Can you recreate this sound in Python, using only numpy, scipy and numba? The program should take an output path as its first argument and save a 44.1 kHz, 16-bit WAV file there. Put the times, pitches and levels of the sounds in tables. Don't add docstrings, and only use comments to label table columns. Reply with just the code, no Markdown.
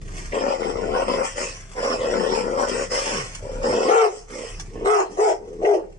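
import sys
import numpy as np
from scipy import signal
from scipy.fft import rfft, irfft, next_fast_len
from scipy.io import wavfile
from scipy.ndimage import uniform_filter1d
from numba import njit

SR = 44100
rng = np.random.default_rng(int(sys.argv[2]) if len(sys.argv) > 2 else 0)


def file_out(sig):
    cols = np.atleast_2d(sig).T
    lim = np.clip(cols, -1, 1)
    pcm = np.round(lim * 32767).astype(np.int16)
    wavfile.write(sys.argv[1], SR, pcm)


N = 263718
TIME = np.arange(N) / SR
MOUTH_FOLLOWS = 0.47
# (centre [Hz], width [Hz], gain [dB])
BARED_TEETH = [(5370, 420, 1), (6900, 850, -2), (8150, 750, 0), (9700, 1170, -4.5)]


def from_db(db):
    return 10 ** (np.asarray(db) / 20)


def rms_one(x):
    return x / np.sqrt(np.mean(x ** 2) + 1e-20)


def evened(x, window_s=0.035):
    size = int(window_s * SR)
    return x / np.sqrt(uniform_filter1d(uniform_filter1d(x * x, size), size // 2) + 1e-12)


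def in_time(rows):
    return np.interp(TIME, *np.transpose(rows))


def butter(x, hz, kind, order=2):
    return signal.sosfilt(signal.butter(order, hz, kind, fs=SR, output="sos"), x)


def drift(hz):
    step = 20
    noise = rng.standard_normal((N + SR) // step)
    slow = butter(noise, hz * step, "low")[SR // step:]
    return np.interp(np.arange(N) / step, np.arange(len(slow)), rms_one(slow))


def coloured(x, gains, lags=((1, 0), (SR, 0))):
    size = next_fast_len(N + 4096)
    log_hz = np.log(np.maximum(np.arange(size // 2 + 1) * SR / size, 1))
    db, lag = [np.interp(log_hz, np.log(curve[:, 0]), curve[:, 1]) for curve in map(np.array, (gains, lags))]
    return irfft(rfft(x, size) * from_db(db) * np.exp(-1j * lag), size)[:N]


def envelope(start, length, attack_s, release_db_per_s):
    rise = np.sin(np.pi / 2 * np.clip((TIME - start) / attack_s, 0, 1)) ** 2
    return rise * from_db(-np.clip(release_db_per_s * (TIME - start - length), 0, 200))


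def strikes(rows):
    clicks = np.zeros(N)
    for s, db in rows:
        clicks[int(s * SR)] += from_db(db)
    return clicks


def puffs(clicks, decay_s):
    return signal.lfilter([1], [1, -np.exp(-1 / (decay_s * SR))], clicks + 1e-18)


@njit
def resonance(x, turn, r):
    y = np.zeros(len(x))
    for i in range(2, len(x)):
        feedback = 2 * r * np.cos(turn[i]) * y[i - 1] - r * r * y[i - 2]
        y[i] = (1 - r * r) / 2 * (x[i] - x[i - 2]) + feedback
    return y


def resonate(x, modes, wander=0.034, patchy_db=2.0, semitones=0):
    out = 0
    for k, (hz, width, db) in enumerate(modes):
        turn = 2 * np.pi * hz * 2 ** (semitones / 12) * (1 + wander * drift(7)) / SR
        gain = (-1) ** k * from_db(db + patchy_db * drift(7.2))
        out = out + gain * resonance(x, turn, np.exp(-np.pi * width / SR))
    return butter(out, [0.71 * modes[0][0], 1.45 * modes[-1][0]], "band")


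def car(firing_hz=32.75, hum_db=-41.5, rumble_db=-41, width=0.41, uneven_db=2.2):
    # (start [s], length [s], rumble swell [dB])
    shifts = [(0.0, 0.3, 6), (0.675, 0.52, 7), (1.98, 0.97, 5), (3.5, 0.25, 6.5), (4.508, 0.4, 7),
              (5.502, 0.45, 1.5)]
    # (multiple of the firing rate, relative level [dB])
    engine_orders = [(1, 4.5), (2, -17.5), (3, -6)]
    # (frequency [Hz], gain [dB])
    rumble_colour = [(25, -17), (50, 1), (75, 4), (110, 1), (160, 2), (240, -14), (400, -12.5),
                     (900, -44.5)]
    swell_db = sum(db * envelope(start, length, 0.016, 208) for start, length, db in shifts)
    phase = 2 * np.pi * np.cumsum(firing_hz * (1 + 0.02 * drift(4.8))) / SR
    harmonics = sum(from_db(db) * np.sin(k * phase) for k, db in engine_orders)
    hum = np.sqrt(2) * from_db(uneven_db * drift(8)) * harmonics
    mid, side = [evened(coloured(rng.standard_normal(N), rumble_colour), 0.08) for _ in range(2)]
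    rumble = mid + width * side * np.array([[1], [-1]])
    return from_db(hum_db + 0.98 * swell_db) * hum + from_db(rumble_db + swell_db) * rumble


def paper(handling_db=-50, handling_s=4.6, crackle_db=-9, grain_db=5):
    # (start [s], attack [s], length [s], level [dB])
    slides = [(0.023, 0.2, 0.21, -40.5), (1.36, 0.05, 0.11, -38.5), (2.894, 0.036, 0.23, -27.5),
              (4.26, 0.053, 0.18, -39)]
    # (frequency [Hz], gain [dB])
    rustle_colour = [(350, -75.5), (600, -8.5), (1180, -5.5), (1420, -10), (1540, -9), (2150, -7),
                     (3600, -18), (3790, -52), (4030, -23.5), (5800, -12), (12000, -10.5), (15600, -58),
                     (22000, -120)]
    # (time [s], relative level [dB])
    crackles = [(0.15, -28), (2.6813, -9), (3.3424, -14.5), (4.5945, -12.5)]
    sliding = sum(from_db(db) * envelope(start, length, attack_s, release_db_per_s=86)
                  for start, attack_s, length, db in slides)
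    handling = from_db(handling_db) * envelope(0, handling_s, 0.02, release_db_per_s=3.5)
    grains = rms_one(coloured(rng.standard_normal(N) * from_db(grain_db * drift(210)), rustle_colour))
    snaps = from_db(crackle_db) * butter(puffs(strikes(crackles), decay_s=0.0086), 90, "low", order=1)
    return (handling + sliding) * grains + snaps * butter(grains, 2500, "high", order=1)


def jaw(start, length, arch_db):
    return from_db(-arch_db * np.minimum((2 * (TIME - start) / length - 1) ** 2, 2))


def effort(start, length, levels_db, attack_s, release_db_per_s):
    voice = envelope(start, length, attack_s, release_db_per_s)
    air = envelope(start, length, attack_s, 0.76 * release_db_per_s)
    mouth = voice * jaw(start, length, arch_db=1.5)
    return (from_db(levels_db)[:, None] * [voice, mouth, air, air]) ** 2


def snarl_controls():
    # (start [s], length [s], throat tuning [semitones],
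    # relative levels of throat [dB], mouth [dB], lips [dB], teeth [dB])
    growls = [(0.311, 0.19, 0.9, -19.5, -25, -32.5, -36), (0.447, 0.097, 1.3, -21.5, -23.5, -31, -34),
              (0.564, 0.14, -1.4, -23.5, -31.5, -37, -38), (0.712, 0.24, -2, -27, -32.5, -41, -45.5),
              (0.915, 0.11, 1, -18.5, -18, -30.5, -33), (1.039, 0.12, 0.1, -19.5, -21.5, -28.5, -31),
              (1.156, 0.06, 0.5, -16, -18.5, -29, -31.5), (1.737, 0.18, 0.5, -29.5, -30.5, -37, -40),
              (1.797, 0.15, 1.5, -22, -24, -32.5, -31), (1.964, 0.12, 0, -22.5, -29.5, -34, -38),
              (2.074, 0.22, 0, -18.5, -25.5, -29, -32.5), (2.278, 0.12, -0.5, -17, -21, -28, -27),
              (2.398, 0.203, -0.6, -23, -30, -41.5, -40.5), (2.555, 0.086, 1.5, -16, -15, -30, -26.5),
              (2.64, 0.19, 0.5, -24, -30.5, -30, -29.5), (3.391, 0.31, 0.8, -35.5, -46.5, -52, -53),
              (3.61, 0.32, 0.3, -13, -20.5, -28, -27.5), (4.276, 0.17, -0.5, -31, -53, -54, -53),
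              (4.714, 0.18, -3, -28, -42, -47, -61), (4.785, 0.07, -3, -21, -38, -48, -60),
              (5.354, 0.25, -2.5, -32.5, -56, -64, -63), (5.57, 0.07, -2, -24, -42, -52, -58),
              (5.76, 0.1, -3, -35, -53, -58, -62)]
    # (start [s], length [s], voice release [dB/s],
    # relative levels of throat [dB], mouth [dB], lips [dB], teeth [dB])
    rasps = [(1.207, 0.045, 278, -38, -24.5, -25, -23.5), (1.342, 0.089, 170, -30, -32.5, -30.5, -27.5),
             (2.887, 0.1, 200, -24.5, -26.5, -28, -25), (3.027, 0.15, 184, -29.5, -33, -31, -32),
             (4.061, 0.11, 326, -36, -50, -41.5, -31.5), (4.295, 0.2, 150, -43, -43, -39, -36.5),
             (5.076, 0.034, 200.5, -27.5, -61, -45.5, -39)]
    growling = sum(effort(start, length, db, attack_s=0.058, release_db_per_s=416.5)
                   for start, length, _, *db in growls)
    rasping = sum(effort(start, length, db, attack_s=0.045, release_db_per_s=release)
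                  for start, length, release, *db in rasps)
    tuning = in_time(sorted((start + length / 2, semitones) for start, length, semitones, *_ in growls))
    return np.sqrt(growling + rasping), tuning


def snarl(flaps_per_s=80, throat_db=3, mouth_db=2.2, lips_db=-0.8, catch_db=31, closure=0.6):
    # (centre [Hz], width [Hz], gain [dB])
    throat_modes = [(218, 65, -4.2), (384.7, 36, -1), (468, 56, 2.5), (538, 60, 1.5)]
    mouth_modes = [(690, 105, -1), (890, 140, 2), (1030, 100, 2), (1370, 100, -5.5)]
    rasp_modes = [(1058, 190, 0), (1440, 160, -3.5)]
    lip_modes = [(1818, 142, 1), (2040, 142, 1), (2493, 226, -1.5), (3103, 274, -5)]
    teeth_modes = [(4510, 500, -16), (5370, 340, 1.5), (6040, 810, -17), (6900, 450, -5), (8150, 420, -1),
                   (9620, 1300, -10)]
    catch_modes = [(499, 38, 0.5), (717, 180, -13.5)]
    # (time [s], relative level [dB])
    catches = [(0.357, -3), (0.409, -1), (0.425, -1), (0.505, 7.5), (0.536, 2), (0.595, -7), (0.646, -3),
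               (0.781, -9), (0.818, -6), (0.878, -2.5), (0.987, -1), (1.017, 2), (1.066, -8), (1.137, 1.5),
               (1.205, 0), (1.829, -0.5), (2.008, -7), (2.121, -1), (2.231, 1), (2.262, -1), (2.362, -2),
               (2.401, 0), (2.609, 5), (2.912, -8), (3.420, -23), (3.492, -10.5), (3.637, -0.5), (3.726, 9),
               (3.846, 3), (3.886, 12), (4.435, -3), (4.772, -13), (4.811, -4), (4.844, -1), (5.468, -17),
               (5.627, -3)]
    (throat, mouth, lips, teeth), tuning = snarl_controls()
    gaps, sizes = rng.standard_normal((1200, 2)).T
    flap_times = np.cumsum(np.exp(0.24 * gaps)) / flaps_per_s
    flaps = strikes([(s, 2.1 * size) for s, size in zip(flap_times, sizes) if s < TIME[-1]])
    flow = puffs(flaps, decay_s=0.004) + 0.2
    breath, air = rng.standard_normal((2, N))
    knocks = 22 * flaps + flow * breath
    jet = 8 * flaps + flow * air
    rattle = evened(resonate(knocks, throat_modes, wander=0.028, patchy_db=1.5, semitones=tuning), 0.026)
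    bared = teeth ** 2 / (teeth ** 2 + mouth ** 2 + 1e-14)
    growl_vowel = np.sqrt(1 - bared) * resonate(jet, mouth_modes, semitones=MOUTH_FOLLOWS * tuning)
    rasp_vowel = np.sqrt(bared) * resonate(flow * breath, rasp_modes)
    vowel = evened(growl_vowel + rasp_vowel, 0.046)
    rasp = evened(resonate(jet + 0.4 * air, lip_modes, wander=0.016, patchy_db=3.5))
    covered_hiss = resonate((flow + 1) * breath, teeth_modes, wander=0.025, patchy_db=2.5)
    bared_hiss = resonate(air, BARED_TEETH, wander=0.02)
    hiss = evened(np.sqrt(1 - bared) * covered_hiss + bared * bared_hiss)
    from_closure_s = np.min([np.abs(TIME - s + 0.003) for s, _ in catches], axis=0)
    opening = 1 - closure * np.exp(-(from_closure_s / 0.008) ** 2)
    bursts = resonate(strikes(catches), catch_modes, wander=0.015, patchy_db=1.5, semitones=tuning)
    voice = from_db(throat_db) * throat * rattle + from_db(mouth_db) * mouth * vowel
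    return opening * voice + from_db(lips_db) * lips * rasp + teeth * hiss + from_db(catch_db) * bursts


def smacks():
    # (centre [Hz], width [Hz], gain [dB])
    mouth_modes = [(1965, 150, 0.5), (2900, 500, -13.5)]
    # (time [s], level [dB])
    partings = [(0.322, -30), (0.629, -28), (2.955, -24), (5.648, -14)]
    spit = evened(resonate(rng.standard_normal(N), mouth_modes, wander=0.02))
    return puffs(strikes(partings), decay_s=0.011) * spit


def thumps():
    # (time [s], level [dB])
    bumps = [(0.895, -27.5), (3.42, -27.5), (3.66, -20), (3.705, -21), (4.585, -31)]
    boom = evened(butter(rng.standard_normal(N), [60, 120], "band"))
    return butter(puffs(strikes(bumps), decay_s=0.033) * boom, 180, "low")


def groans(gain_db=6, waver=0.0204):
    # (start [s], length [s], pitch [Hz], fall [octaves/s], relative level [dB])
    notes = [(2.173, 0.045, 215.5, 4.4, -23), (3.129, 0.11, 212, 6.8, -30.5)]
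    out = 0
    for start, length, hz, fall, db in notes:
        pitch = hz * 2 ** (-fall * np.clip(TIME - start, 0, 2 * length)) * (1 + waver * drift(40))
        level = from_db(db) * envelope(start, length, attack_s=0.0091, release_db_per_s=324)
        out = out + level * np.sin(2 * np.pi * np.cumsum(pitch) / SR)
    return from_db(gain_db) * out


def bark_controls(deepest_sag=0.2, rough_rise=1.9, rough_loss_db=4.5, air_fade_db=2, jaw_semitones=2.4):
    # (start [s], attack [s], length [s], top pitch [Hz], top at [share of length],
    # pitch lacking at the start [share], at the end [share], clearest at [share of length],
    # roughness there [0-1], throat tuning [semitones], fundamental [dB], its fade [dB per length],
    # chest [dB], throat [dB], mouth [dB], lips [dB], teeth [dB]); levels are relative
    calls = [(3.87, 0.032, 0.18, 452.5, 0.68, .21, .045, .76, .17, 0.5, 5.5, 0.5, 3.5, -6, -9.5, -12.5, -17),
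             (4.838, 0.042, 0.168, 427.7, 0.4, .14, .1, .62, .14, 0.2, -2.5, 3.5, -7, -11, -13.5, -19.5, -21.5),
             (5.165, 0.048, 0.141, 433.9, .52, .2, .11, 0.599, .23, -1, -1.5, 7.5, -7.5, -8.5, -26, -22.5, -21),
             (5.603, 0.094, 0.147, 415, 0.64, .12, .085, .72, .24, -3.2, 5.5, -1.5, 0.5, -8, -31, -26, -28.5)]
    levels, voice = np.zeros((6, N)), None
    for (start, attack_s, length, top_hz, top_at, scoop, drop, clear_at, least_rough,
         semitones, tone_db, fade_db, *layer_db) in calls:
        along = np.clip((TIME - start) / length, 0, 1.35)
        bend = np.where(along < top_at, scoop / top_at ** 2, drop / (1 - top_at) ** 2)
        pitch = top_hz * (1 - np.minimum(bend * (along - top_at) ** 2, deepest_sag))
        rough = np.clip(least_rough + rough_rise * (along - clear_at) ** 2, 0.05, 1)
        tuning = semitones - jaw_semitones * (along - 0.5) ** 2
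        loudness = envelope(start, length, attack_s, release_db_per_s=377)
        layers = from_db([tone_db, *layer_db])[:, None] * loudness
        shift = from_db(fade_db * (along - 1))
        layers[0] *= from_db(-rough_loss_db * rough) / shift
        layers[2] *= np.sqrt(shift)
        layers[3] *= jaw(start, length, arch_db=7)
        layers[4:] *= from_db(-air_fade_db * (along - 0.5))
        levels += layers
        this_voice = np.array([pitch, rough, tuning])
        voice = this_voice if voice is None else np.where(TIME >= start, this_voice, voice)
    return levels, *voice


def barks(shimmer=0.69, tripling=0.96, torn_db=2.2, tone_db=0.5, throat_db=4, mouth_db=5):
    # (centre [Hz], width [Hz], gain [dB])
    chest_modes = [(430, 70, -3), (500, 60, 0)]
    throat_modes = [(645, 110, -6), (740, 110, 2.5), (830, 141, -1.5), (1050, 110, -10)]
    mouth_modes = [(1235, 164, 0.5), (1500, 260, -10.5)]
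    lip_modes = [(1740, 200, 0), (2024, 153, 3), (2550, 330, -3), (3100, 270, -7), (4110, 420, -12)]
    (tone, chest, throat, mouth, lips, teeth), pitch, rough, tuning = bark_controls()
    jitter = (0.008 + 0.13 * rough ** 1.3) * drift(130)
    phase = 2 * np.pi * np.cumsum(pitch * (1 + jitter)) / SR
    fundamental = evened(np.sin(phase) * (1 + (0.054 + shimmer * rough) * drift(43)), 0.034)
    overtones = sum(np.cos(k * phase) for k in range(2, 9))
    overtones *= 1 + tripling * np.cos(phase / 3 + 0.5 * drift(30))
    overtones -= 0.6 * np.cos(2 * phase)
    overtones *= from_db(torn_db * drift(70))
    air = rng.standard_normal(N) * (1 + 0.9 * np.cos(phase)) * from_db(3.5 * drift(120))
    source = overtones + (0.45 + 4 * rough) * air
    woof = rough ** 1.3 * evened(resonate(air, chest_modes, wander=0.02), 0.023)
    body = butter(from_db(tone_db) * tone * fundamental + chest * woof, 340, "high", order=6)
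    shout = evened(resonate(source, throat_modes, wander=0.017, semitones=tuning), 0.017)
    vowel = evened(resonate(source, mouth_modes, wander=0.0064, semitones=MOUTH_FOLLOWS * tuning))
    rasp = evened(resonate(source + 1.7 * rough * air, lip_modes, wander=0.02), 0.072)
    hiss = evened(resonate(air, BARED_TEETH, wander=0.023))
    voice = body + from_db(throat_db) * throat * shout + from_db(mouth_db) * mouth * vowel
    return voice + lips * rasp + teeth * hiss


def echoes(t60):
    age = TIME[:int(t60 * SR)]
    tail = rng.standard_normal(len(age)) * from_db(-60 * age / t60)
    return tail / np.linalg.norm(tail)


def cabin(x, scatter_hz=720, cabin_t60=0.097, yard_db=-15, yard_t60=0.34, lag_s_per_db=2.1e-5):
    # (time [s], leftward lean of its low notes [relative])
    sway = [(0.3, 4.5), (0.66, 15), (1.44, 10.5), (1.67, -11.5), (2.2, 14), (2.64, 7.5), (2.72, 13),
            (3.42, -1.5), (3.93, 6.5), (4.45, -10.5), (4.57, -12), (4.61, -17.5), (4.87, 2.5), (5.9, -0.5)]
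    # (frequency [Hz], gain [dB])
    direct_share = [(450, -3), (800, 0.5), (1300, -6), (2200, -4), (3600, 1), (4700, -10), (9000, -8)]
    # (frequency [Hz], lag [rad])
    port_lag = [(100, .05), (450, 0.4), (620, 0.3), (800, 2.35), (1250, 2.51), (3600, 3.56), (7200, 3.3),
                (11000, 3.1)]
    lows = butter(x, 520, "low", order=1)
    pan_db = 1.103 * in_time(sway)
    left = coloured(x + lows * (from_db(pan_db / 2) - 1), direct_share)
    right = coloured(x + lows * (from_db(-pan_db / 2) - 1), direct_share, port_lag)
    right = np.interp(TIME - lag_s_per_db * pan_db, TIME, right)
    aim = np.array([drift(2.44) for _ in range(3)])
    paths = butter(x, scatter_hz, "high", order=3) * aim / np.linalg.norm(aim, axis=0)
    dull = butter(x, 2700, "low", order=1)
    out = []
    for direct in (left, right):
        near = sum(signal.oaconvolve(path, echoes(cabin_t60))[:N] for path in paths)
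        far = signal.oaconvolve(dull, echoes(yard_t60))[:N]
        out.append(direct + near + from_db(yard_db) * far)
    return np.array(out)


def gain_control(x, threshold_db=-23.5, squeeze=0.65, detector_s=0.012, linger_share=0.38):
    size = int(detector_s * SR)
    power = uniform_filter1d(np.mean(x * x, axis=0), size)
    level_db = 10 * np.log10(np.abs(power) + 1e-12)
    cut_db = squeeze * np.maximum(level_db - threshold_db, 0)
    fast, slow = [np.maximum.accumulate(cut_db + db_per_s * TIME) - db_per_s * TIME
                  for db_per_s in (90.5, 11)]
    return x * from_db(-uniform_filter1d(fast + linger_share * (slow - fast), size // 2))


def scene():
    return cabin(snarl() + smacks() + barks() + groans() + paper()) + car() + thumps()


def record(dry):
    # (frequency [Hz], gain [dB])
    left_port = [(30, -3.5), (150, -6), (450, 1.5), (720, 0.3), (950, 2.3), (1300, 0.8), (3200, -1),
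                 (3900, 3), (5300, 3), (6400, -2), (8300, 0), (10000, -10.5), (11500, -23)]
    right_port = [(30, -3), (150, -6), (450, 1), (800, 0), (3200, -1.5), (3900, 4), (5300, 4), (6400, 4),
                  (8300, -10.5), (10000, -17.5), (11500, -31)]
    ports = np.array([coloured(dry[0], left_port), coloured(dry[1], right_port)])
    top_cut = signal.ellip(10, 0.2, 90, 11300, fs=SR, output="sos")
    return signal.sosfilt(top_cut, gain_control(ports))


dry = scene()
out = record(dry)
file_out(out)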